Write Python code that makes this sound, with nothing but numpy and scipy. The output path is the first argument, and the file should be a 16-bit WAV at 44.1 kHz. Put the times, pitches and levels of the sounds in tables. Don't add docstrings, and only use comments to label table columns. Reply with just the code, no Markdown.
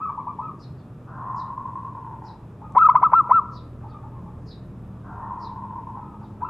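import sys
import numpy as np
from scipy import signal
from scipy.io import wavfile

SR = 44100
rng = np.random.default_rng(int(sys.argv[2]) if len(sys.argv) > 2 else 0)


def waveform_to_disk(signal):
    frames = np.transpose(np.atleast_2d(signal))
    scaled = np.clip(frames, -1, 1) * 32767
    samples = np.round(scaled).astype(np.int16)
    wavfile.write(sys.argv[1], SR, samples)


N = 286209

# (frequency [Hz], density [dB per Hz])
TRAFFIC_SPECTRUM = [(13, -42), (22, -15), (79, -12.5), (119, 1), (170, -17.5), (200, -6), (236, -20.5),
                    (285, -10), (374, -18.5), (740, -28), (972, -25), (1420, -39), (2200, -46), (4350, -59),
                    (14800, -60)]
# (frequency [Hz], side over mid [dB])
TRAFFIC_WIDTH = [(60, -33), (180, -28.5), (540, -19.5), (1610, -8.5), (4810, -4), (14400, -11)]
# (time [s], tone [Hz], level [dB])
PASSING_ENGINES = [
    [(0.4, 118, -47.5), (0.55, 134.8, -41.5), (0.8, 124, -41.5), (1.6, 116, -42), (2.7, 116.3, -43.5),
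     (3.3, 126.9, -48.5)],
    [(4.2, 176.8, -42), (4.7, 190, -50), (5.05, 193.8, -42), (6.49, 210.6, -46)],
]
# (time [s], firing rate [Hz], level [dB])
IDLING_ENGINE = [(3.2, 41.52, -51.5), (3.5, 40.2, -38.5), (4.7, 38.98, -39), (5.9, 35.1, -42),
                 (6.49, 34.39, -49)]
IDLING_ORDERS_DB = [-10, -6.5, -0.5]
TRAFFIC_DB = -41

# (level [dB], build-up start [s], low t60 [s], high t60 [s], side level [dB])
NEAR_YARD = ([(.012, -20.5), (.045, -25), (.066, -28.5), (.105, -26.5), (.142, -28.5)],
              (-13.5, 0.08, 0.75, 0.27, -23.5))
NEIGHBOUR_YARD = ([(.007, 2.5), (.022, -7), (.035, -4)], (3.5, -0.52, 0.5, 0.27, -24.5))
TRILL_YARD = ([(.0125, -12.5), (.018, -2.5), (.0262, -4.5), (.0305, -5.5), (.037, -8.5), (.0435, -10.5),
               (.047, -6), (.055, -10.5), (.075, -10.5)], (-0.5, -0.33, 0.8, .5, -20))
FAR_YARD = ([(.011, -4), (.024, 0), (.041, -5)], (7.5, 0.07, 0.74, 0, -30.5))
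SPARROW_YARD = ([(.009, -4), (.021, -8)], (4.5, -0.1, 0.82, 0.34, -5))
TAIL_SPLIT_HZ = 1230

# (start [s], peak [dB], upper voice [Hz], lower voice [Hz], length [s],
# lower voice [dB], lead-in [dB], settled buzz swing [Hz])
CHIRPS = [(0.584, -60, 4980, 4130, 0.08, 2, -19, 330), (0.764, -72, 4410, 3590, 0.068, -3, -20, 250),
          (1.353, -60, 4930, 3975, 0.079, 1.5, -12, 323), (2.233, -60, 4980, 4020, 0.084, 0, -14, 330),
          (3.512, -57.5, 4740, 3890, 0.091, 0.5, -18, 329), (3.876, -71, 4380, 3680, 0.063, 2, -20, 300),
          (4.455, -56.5, 4750, 3950, .095, 2.5, -18, 280), (5.393, -57.5, 4880, 3970, 0.094, 1, -21, 330.4),
          (6.22, -73, 4590, 3750, 0.045, 3, -20, 305)]
# (share of the length [1], pitch ratio [1], level [dB])
LEAD_IN = [(-.05, 1.44, -20), (.08, 1.4, 0), (.28, 1.36, -3), (.45, 1.3, -20)]
UPPER_VOICE = [(-.1, 1.12, -30), (.1, 1.04, -11), (.3, 1.01, 0), (.62, .98, 0), (.74, .94, -25)]
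LOWER_VOICE = [(.46, 1.08, -25), (.58, 1.01, 2), (.78, .98, 0), (1.0, .89, -18)]
BUZZ_PER_S, FLUTTER_HZ = 480, 210

# (start [s], level of the purr [dB], hoot pitch [Hz], pitch sags from [s])
TRILLS = [(1.04, -5, 1020, 1.85), (5.008, -6.5, 973, 5.94)]
# (time after start [s], hoot [dB], rasp in each of four bands [dB])
PURR = [(.015, -42.5, -71, -68, -63, -80.5), (.04, -31, -49, -44.5, -51, -75.5),
        (.11, -20, -47, -45.5, -47.5, -72), (.19, -12.5, -49, -48, -57, -59.5),
        (.27, -10.5, -54, -50, -55, -64), (.42, -14, -57.5, -51.5, -66, -63),
        (0.481, -24.5, -67.5, -67.5, -74.5, -76)]
# (low edge [Hz], high edge [Hz])
RASP_BANDS_HZ = [(600, 910), (820, 1320), (1330, 1590), (1700, 1930)]
# (time [s], peak [dB])
HOOTS = [(1.3, -24.5), (1.346, -25), (1.503, -24.5), (1.579, -23), (1.658, -23), (1.757, -22.5),
         (1.85, -24.5), (1.952, -25), (2.048, -26), (2.112, -28), (2.222, -30), (2.285, -33.5),
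         (5.309, -28.5), (5.455, -37), (5.497, -27), (5.561, -25.5), (5.622, -25), (5.708, -25),
         (5.76, -24.5), (5.872, -26), (5.954, -27), (6.014, -35.5), (6.118, -39)]
# (frequency [Hz], level before sagging [dB])
HOOT_SIDE_TONES = [(700, -26), (1450, -28), (1860, -34.5)]
PURR_PER_S, SAG_HZ_PER_S = 92, 230
HOOT_S, HOOT_SHORTENS_S_PER_S = .011, .0045
HOOT_PITCH_SPREAD = .008
HOOT_HOARSER_DB_PER_S = 20.5

# (voice break [s], creak [s], gulp [s], gulp level [dB], arch [s], arch top [Hz], arch level [dB])
FAR_NOTES = [ (2.630, .015, .018, -37, 0.1, 1253, -53.5), (3.850, 0.026, .018, -38, 0.16, 1251, -52.5),
             (4.050, 0.009, .022, -39, 0.023, 1156, -73), (4.150, 0.015, .015, -44, 0.032, 1135, -55),
             (4.270, 0.0053, .015, -42.5, 0.028, 1193, -53), (5.980, .008, .015, -34, 0.19, 1280, -51.5),
             (6.225, 0.0068, .015, -40, 0.023, 1070, -58), (6.330, 0.011, .015, -56, 0.015, 1130, -69)]
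NEIGHBOUR_NOTES = [ (0.004, .001, 0.004, -40, 0.062, 1310, -30),
                   (0.076, .001, 0.018, -60, 0.039, 1213, -35.5),
                   (0.104, 0.0026, 0.016, -31, 0.034, 1300, -38.5),
                   (0.186, 0.0037, 0.014, -25.5, 0.033, 1216, -36.5),
                   (0.278, 0.0064, 0.014, -25.5, 0.041, 1222, -36),
                   (0.397, 0.0036, .013, -25, 0.11, 1296, -37),
                   (3.280, 0.0021, 0.029, -32, 0.029, 1275, -38.5),
                   (6.436, 0.016, 0.024, -24, 0.078, 1349, -34.5)]
NEAR_NOTES = [ (2.787, 0.019, 0.028, -4, 0.096, 1306, -8.5), (2.901, 0.0028, 0.018, -3.5, 0.029, 1380, -15),
              (2.965, 0.012, 0.016, -3.5, 0.031, 1307, -15), (3.041, .013, 0.017, -5, 0.039, 1377, -10),
              (3.142, 0.018, .012, -3, .077, 1374, -9.5), (3.323, 0.017, 0.018, -3, 0.083, 1373, -11)]
OVERTONES_DB = [0, -39, -52, -64, -63, -65, -66, -72, -73]
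CREAK_RAMP_DB = (-5, -12)
CREAK_OVERTONE_DB = -26
GULP_START, GULP_CLIMB, GULP_KICK = .8976, .16, .069
GULP_TILT_DB = -1.5
BREAK_DB_PER_S = 2899
FLARE_LOSS_DB_PER_S = 149
SNAP_S, SNAP_HZ = .0064, (1500, 5400)
OPENING_RISE_HZ, OPENING_RISE_SHARE, OPENING_END_RISE_HZ = 59.3, .055, 111
FALL_SHARE, FALL_LEAST_S = .1697, .011
WARBLE_HZ, WARBLE_LAG_S = 27, .004
OVERTONE_LOSS_DB_PER_HZ = .07
# (time [s], level [dB])
BEAK_TICK = (2.7232, -58)

CUTOFF_HZ = 15000


def amp(db):
    return 10 ** (np.asarray(db) / 20)


def rms_one(x):
    return x / np.sqrt(np.mean(x ** 2) + 1e-20)


def tone(hz):
    return np.sin(2 * np.pi * np.cumsum(hz) / SR)


def in_time(rows):
    s, *columns = np.transpose(rows)
    t = np.arange(N) / SR
    gate = np.clip(np.minimum(t - s[0], s[-1] - t) / .02, 0, 1)
    return [np.interp(t, s, column) for column in columns] + [gate]


def at_hz(points, hz):
    table_hz, values = np.array(points).T[:2]
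    return np.interp(np.log(hz), np.log(table_hz), values)


def drift(rate_hz):
    pole = np.exp(-80 * np.pi * rate_hz / SR)
    white = rng.standard_normal(N // 40 + 2002)
    slow = signal.lfilter([1], [1, -2 * pole, pole * pole], white)[2000:]
    return np.interp(np.arange(N) / 40, np.arange(len(slow)), rms_one(slow))


def band(x, low_hz, high_hz):
    return signal.sosfilt(signal.butter(2, [low_hz, high_hz], "band", fs=SR, output="sos"), x)


def ridge(x, low_hz, high_hz):
    return rms_one(band(band(x, low_hz, high_hz), low_hz, high_hz))


def puff(length_s, low_hz, high_hz):
    size = round(length_s * SR)
    return ridge(rng.standard_normal(SR // 50), low_hz, high_hz)[-size:] * np.hanning(size)


def add(out, sound, s):
    at = round(s * SR)
    sound = sound[max(-at, 0):N - at]
    out[max(at, 0):max(at, 0) + len(sound)] += sound


def traffic():
    out, edges_hz = 0, 20 * 2 ** np.arange(0, 10, .5)
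    white = rng.standard_normal((2, 2, N))
    for k, (low_hz, high_hz) in enumerate(zip(edges_hz, edges_hz[1:])):
        mid, side = band(white[k % 2], low_hz, high_hz)
        hz = np.sqrt(low_hz * high_hz)
        waver_db = 0.93 * drift(7.7) + 1.1 * (hz < 500) * drift(0.73)
        gain = amp(at_hz(TRAFFIC_SPECTRUM, hz) + waver_db)
        out = out + gain * (mid + amp(at_hz(TRAFFIC_WIDTH, hz)) * side * [[1], [-1]])
    out = rms_one(out) * amp(TRAFFIC_DB + 0.07 * drift(0.71))
    for rows in PASSING_ENGINES:
        hz, db, on = in_time(rows)
        out = out + on * amp(db + 2.0 * drift(5)) * tone(hz)
    return out + idling_engine()


def idling_engine():
    hz, db, on = in_time(IDLING_ENGINE)
    return on * sum(amp(db + order_db + 0.47 * drift(5.6)) * tone(order * hz)
                    for order, order_db in enumerate(IDLING_ORDERS_DB, 1))


def yard(x, echoes, tail, pan_db):
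    tail_db, start_s, low_t60_s, high_t60_s, side_db = tail
    t = np.arange(SR // 2) / SR
    white = rng.standard_normal((2, len(t)))
    low = signal.sosfiltfilt(signal.butter(2, TAIL_SPLIT_HZ, fs=SR, output="sos"), white)
    decaying = low * amp(-60 * t / low_t60_s) + (white - low) * amp(-60 * t / high_t60_s)
    build_up = 1 - np.exp(-np.maximum(t - start_s, 0) / 0.0034)
    mid, side = decaying * build_up
    scale = amp(tail_db) / np.sqrt(SR * low_t60_s / np.log(1e6))
    response = scale * (mid + amp(side_db) * side * np.array([[1], [-1]]))
    response[:, 0] = 1
    for lag_s, db in echoes:
        response[:, round(lag_s * SR)] += amp(db)
    return signal.fftconvolve(x[None], response)[:, :N] * amp([[pan_db / 2], [-pan_db / 2]])


def dull(x):
    return signal.sosfilt(signal.butter(4, 2900, fs=SR, output="sos"), x)


def sparrow():
    out, first_share = 0, UPPER_VOICE[0][0]
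    for start_s, peak_db, upper_hz, lower_hz, length_s, lower_db, lead_db, swing_hz in CHIRPS:
        chirp, t = np.zeros(N), np.arange(round(1.1 * length_s * SR)) / SR
        flutter = FLUTTER_HZ * rms_one(band(rng.standard_normal(SR // 5), 90, 320))[:len(t)]
        swing = swing_hz + 900 * np.exp(-t / 0.017)
        buzz = swing * tone(BUZZ_PER_S + flutter / 2) + flutter
        voices = ((LEAD_IN, upper_hz, flutter, lead_db),
                  (UPPER_VOICE, upper_hz, buzz, 0),
                  (LOWER_VOICE, lower_hz, .8 * flutter, lower_db))
        for rows, hz, waver_hz, voice_db in voices:
            share, ratio, db = np.transpose(rows)
            at = t / length_s + first_share
            level = amp(peak_db + voice_db + np.interp(at, share, db, left=-99, right=-99))
            pitch_hz = hz * np.interp(at, share, ratio) + waver_hz
            add(chirp, level * tone(pitch_hz), start_s + first_share * length_s)
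        out = out + yard(chirp, *SPARROW_YARD, pan_db=1.3)
    return out


def purr():
    out = np.zeros(N)
    turns = np.cumsum(PURR_PER_S * amp(1.5 * drift(30.04)) / SR)
    pulses = rms_one(np.diff(np.floor(turns), prepend=0) * amp(1.8 * drift(90)))
    breath = rng.standard_normal(N) * amp(1.3 * drift(80))
    rasp = [ridge(breath, *edges_hz) for edges_hz in RASP_BANDS_HZ]
    for start_s, db, hz, _ in TRILLS:
        hoot_db, *rasp_db, on = in_time(np.array(PURR) + [start_s, db, db, db, db, db])
        ringing = band(on * pulses + 1e-18, hz - 75, hz + 75)
        out += amp(hoot_db) * band(ringing, 530, 1400)
        out += on * sum(amp(level_db) * part for level_db, part in zip(rasp_db, rasp))
    return out


def trill():
    out = purr()
    for s, db in HOOTS:
        _, _, held_hz, sags_from_s = [row for row in TRILLS if row[0] < s][-1]
        sagging_s = max(s - sags_from_s, 0)
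        hz = (held_hz - SAG_HZ_PER_S * sagging_s) * rng.normal(1, HOOT_PITCH_SPREAD)
        length_s = HOOT_S - HOOT_SHORTENS_S_PER_S * sagging_s
        t = np.arange(round(length_s * SR)) / SR
        swell = np.sin(np.pi * t / length_s) ** 2
        side = sum(amp(side_db + HOOT_HOARSER_DB_PER_S * sagging_s) * np.sin(2 * np.pi * side_hz * t)
                   for side_hz, side_db in HOOT_SIDE_TONES)
        add(out, amp(db) * swell * (np.sin(2 * np.pi * hz * t) + side * swell ** 2), s - .004)
    return out


def beak():
    out, (s, db) = np.zeros(N), BEAK_TICK
    add(out, amp(db) * (puff(.002, 5800, 9500) + amp(12) * puff(.002, 900, 1700)), s - .001)
    return out


def voice(hz, level, flare_db, tilt_db=0):
    phase = 2 * np.pi * np.cumsum(hz) / SR
    return level * sum(amp(db + (k > 0) * (flare_db + tilt_db * (k - 1.5))) * np.sin((k + 1) * phase)
                       for k, db in enumerate(OVERTONES_DB))


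def creak(out, end_s, creak_s, level_db):
    t = np.arange(round(.0045 * SR)) / SR
    for before_s in np.arange(0, creak_s, .0032):
        hz, db, late_s = rng.normal([1000, 0, 0], [120, 2, .0006])
        turn = 2 * np.pi * hz * t
        slap = (np.sin(turn) + amp(CREAK_OVERTONE_DB) * np.sin(2 * turn)) * np.hanning(len(t)) ** 2
        ramp_db = np.interp(before_s, [0, creak_s], CREAK_RAMP_DB)
        add(out, amp(level_db + ramp_db + db) * slap, end_s - before_s + late_s)


def gulp(gulp_s, gulp_hz, gulp_db, at_break_db):
    u = np.linspace(0, 1, round(gulp_s * SR))
    swell = np.sin(np.pi / 2 * np.clip(np.minimum(u / .55, (1 - u) / .3), 0, 1)) ** 2
    hz = gulp_hz * (GULP_START + GULP_CLIMB * u + GULP_KICK * u ** 4)
    flare_db = at_break_db - BREAK_DB_PER_S * gulp_s * (1 - u)
    return voice(hz, amp(gulp_db) * swell, flare_db, GULP_TILT_DB)


def arch(t, arch_s, top_hz, climb_hz, climb_share, fall_hz, warble, pitch_waver,
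         arch_db, level_waver, overtones_db):
    u = t / arch_s
    climb = climb_hz * np.exp(-u / climb_share)
    fall = fall_hz * np.exp((t - arch_s) / max(FALL_LEAST_S, FALL_SHARE * arch_s))
    hz = top_hz - climb - fall + warble + pitch_waver
    db = arch_db - 5 * (1 - u) ** 3 + 0.028 * warble + level_waver
    edges = np.sin(np.pi / 2 * np.clip(np.minimum(t / 0.0045, (arch_s - t) / 0.0092), 0, 1)) ** 2
    loss_db = OVERTONE_LOSS_DB_PER_HZ * np.maximum(top_hz - 30 - hz, 0)
    return voice(hz, amp(db) * edges, overtones_db - loss_db)


def dove(notes, gulp_hz, end_hz, warble_hz, flare_db, arch_overtones_db, creak_db, waver_db, waver_hz,
         rise_hz, rise_share, snap_db, opening_s):
    out = np.zeros(N)
    pitch_waver, level_waver = waver_hz * drift(58), waver_db * drift(36)
    for s, creak_s, gulp_s, gulp_db, arch_s, top_hz, arch_db in notes:
        opening = arch_s > opening_s
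        creak(out, s - .8 * gulp_s, creak_s, gulp_db + creak_db)
        at_break_db = flare_db - FLARE_LOSS_DB_PER_S * arch_s * (not opening)
        add(out, amp(gulp_db + at_break_db + snap_db) * puff(SNAP_S, *SNAP_HZ), s - .8 * SNAP_S)
        add(out, gulp(gulp_s, gulp_hz, gulp_db, at_break_db), s - gulp_s + .0015)
        t = np.arange(round(arch_s * SR)) / SR
        here = np.minimum(round(s * SR) + np.arange(len(t)), N - 1)
        climb = (OPENING_RISE_HZ, OPENING_RISE_SHARE) if opening else (rise_hz, rise_share)
        fall_hz = top_hz - end_hz - opening * OPENING_END_RISE_HZ
        warble_in = np.clip(t / 0.012 - 1, 0, 1)
        warble = opening * warble_hz * warble_in * np.cos(2 * np.pi * WARBLE_HZ * (t - WARBLE_LAG_S))
        whistle = arch(t, arch_s, top_hz, *climb, fall_hz, warble, pitch_waver[here],
                       arch_db, level_waver[here], arch_overtones_db)
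        add(out, whistle, s - .003)
    return out


def scene():
    near = dove(NEAR_NOTES, gulp_hz=1004.5, end_hz=1006, warble_hz=59.5, flare_db=24.5,
                arch_overtones_db=-1.5, creak_db=-5.0, waver_db=0.63, waver_hz=5.4,
                rise_hz=229.6, rise_share=0.13, snap_db=-65.5, opening_s=.09) + beak()
    neighbour = dove(NEIGHBOUR_NOTES, gulp_hz=963, end_hz=980, warble_hz=35.3, flare_db=7.0,
                     arch_overtones_db=9, creak_db=-7.0, waver_db=-1.0, waver_hz=15.2,
                     rise_hz=260.5, rise_share=.13, snap_db=-80.5, opening_s=.2)
    far = dove(FAR_NOTES, gulp_hz=876.5, end_hz=945, warble_hz=21, flare_db=2.5,
               arch_overtones_db=14, creak_db=-1.0, waver_db=5.0, waver_hz=23,
               rise_hz=174, rise_share=0.11, snap_db=-80, opening_s=.08)
    return (yard(near, *NEAR_YARD, pan_db=1.5)
            + yard(dull(neighbour), *NEIGHBOUR_YARD, pan_db=1.7)
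            + yard(dull(far), *FAR_YARD, pan_db=1.1)
            + yard(trill(), *TRILL_YARD, pan_db=1.0)
            + sparrow() + traffic())


def record(dry):
    bassless = signal.sosfilt(signal.butter(3, 32, "high", fs=SR, output="sos"), dry)
    soft = signal.sosfilt(signal.butter(2, 12000, fs=SR, output="sos"), bassless)
    return signal.sosfilt(signal.ellip(10, .5, 60, CUTOFF_HZ, fs=SR, output="sos"), soft)


dry = scene()
out = record(dry)
waveform_to_disk(out)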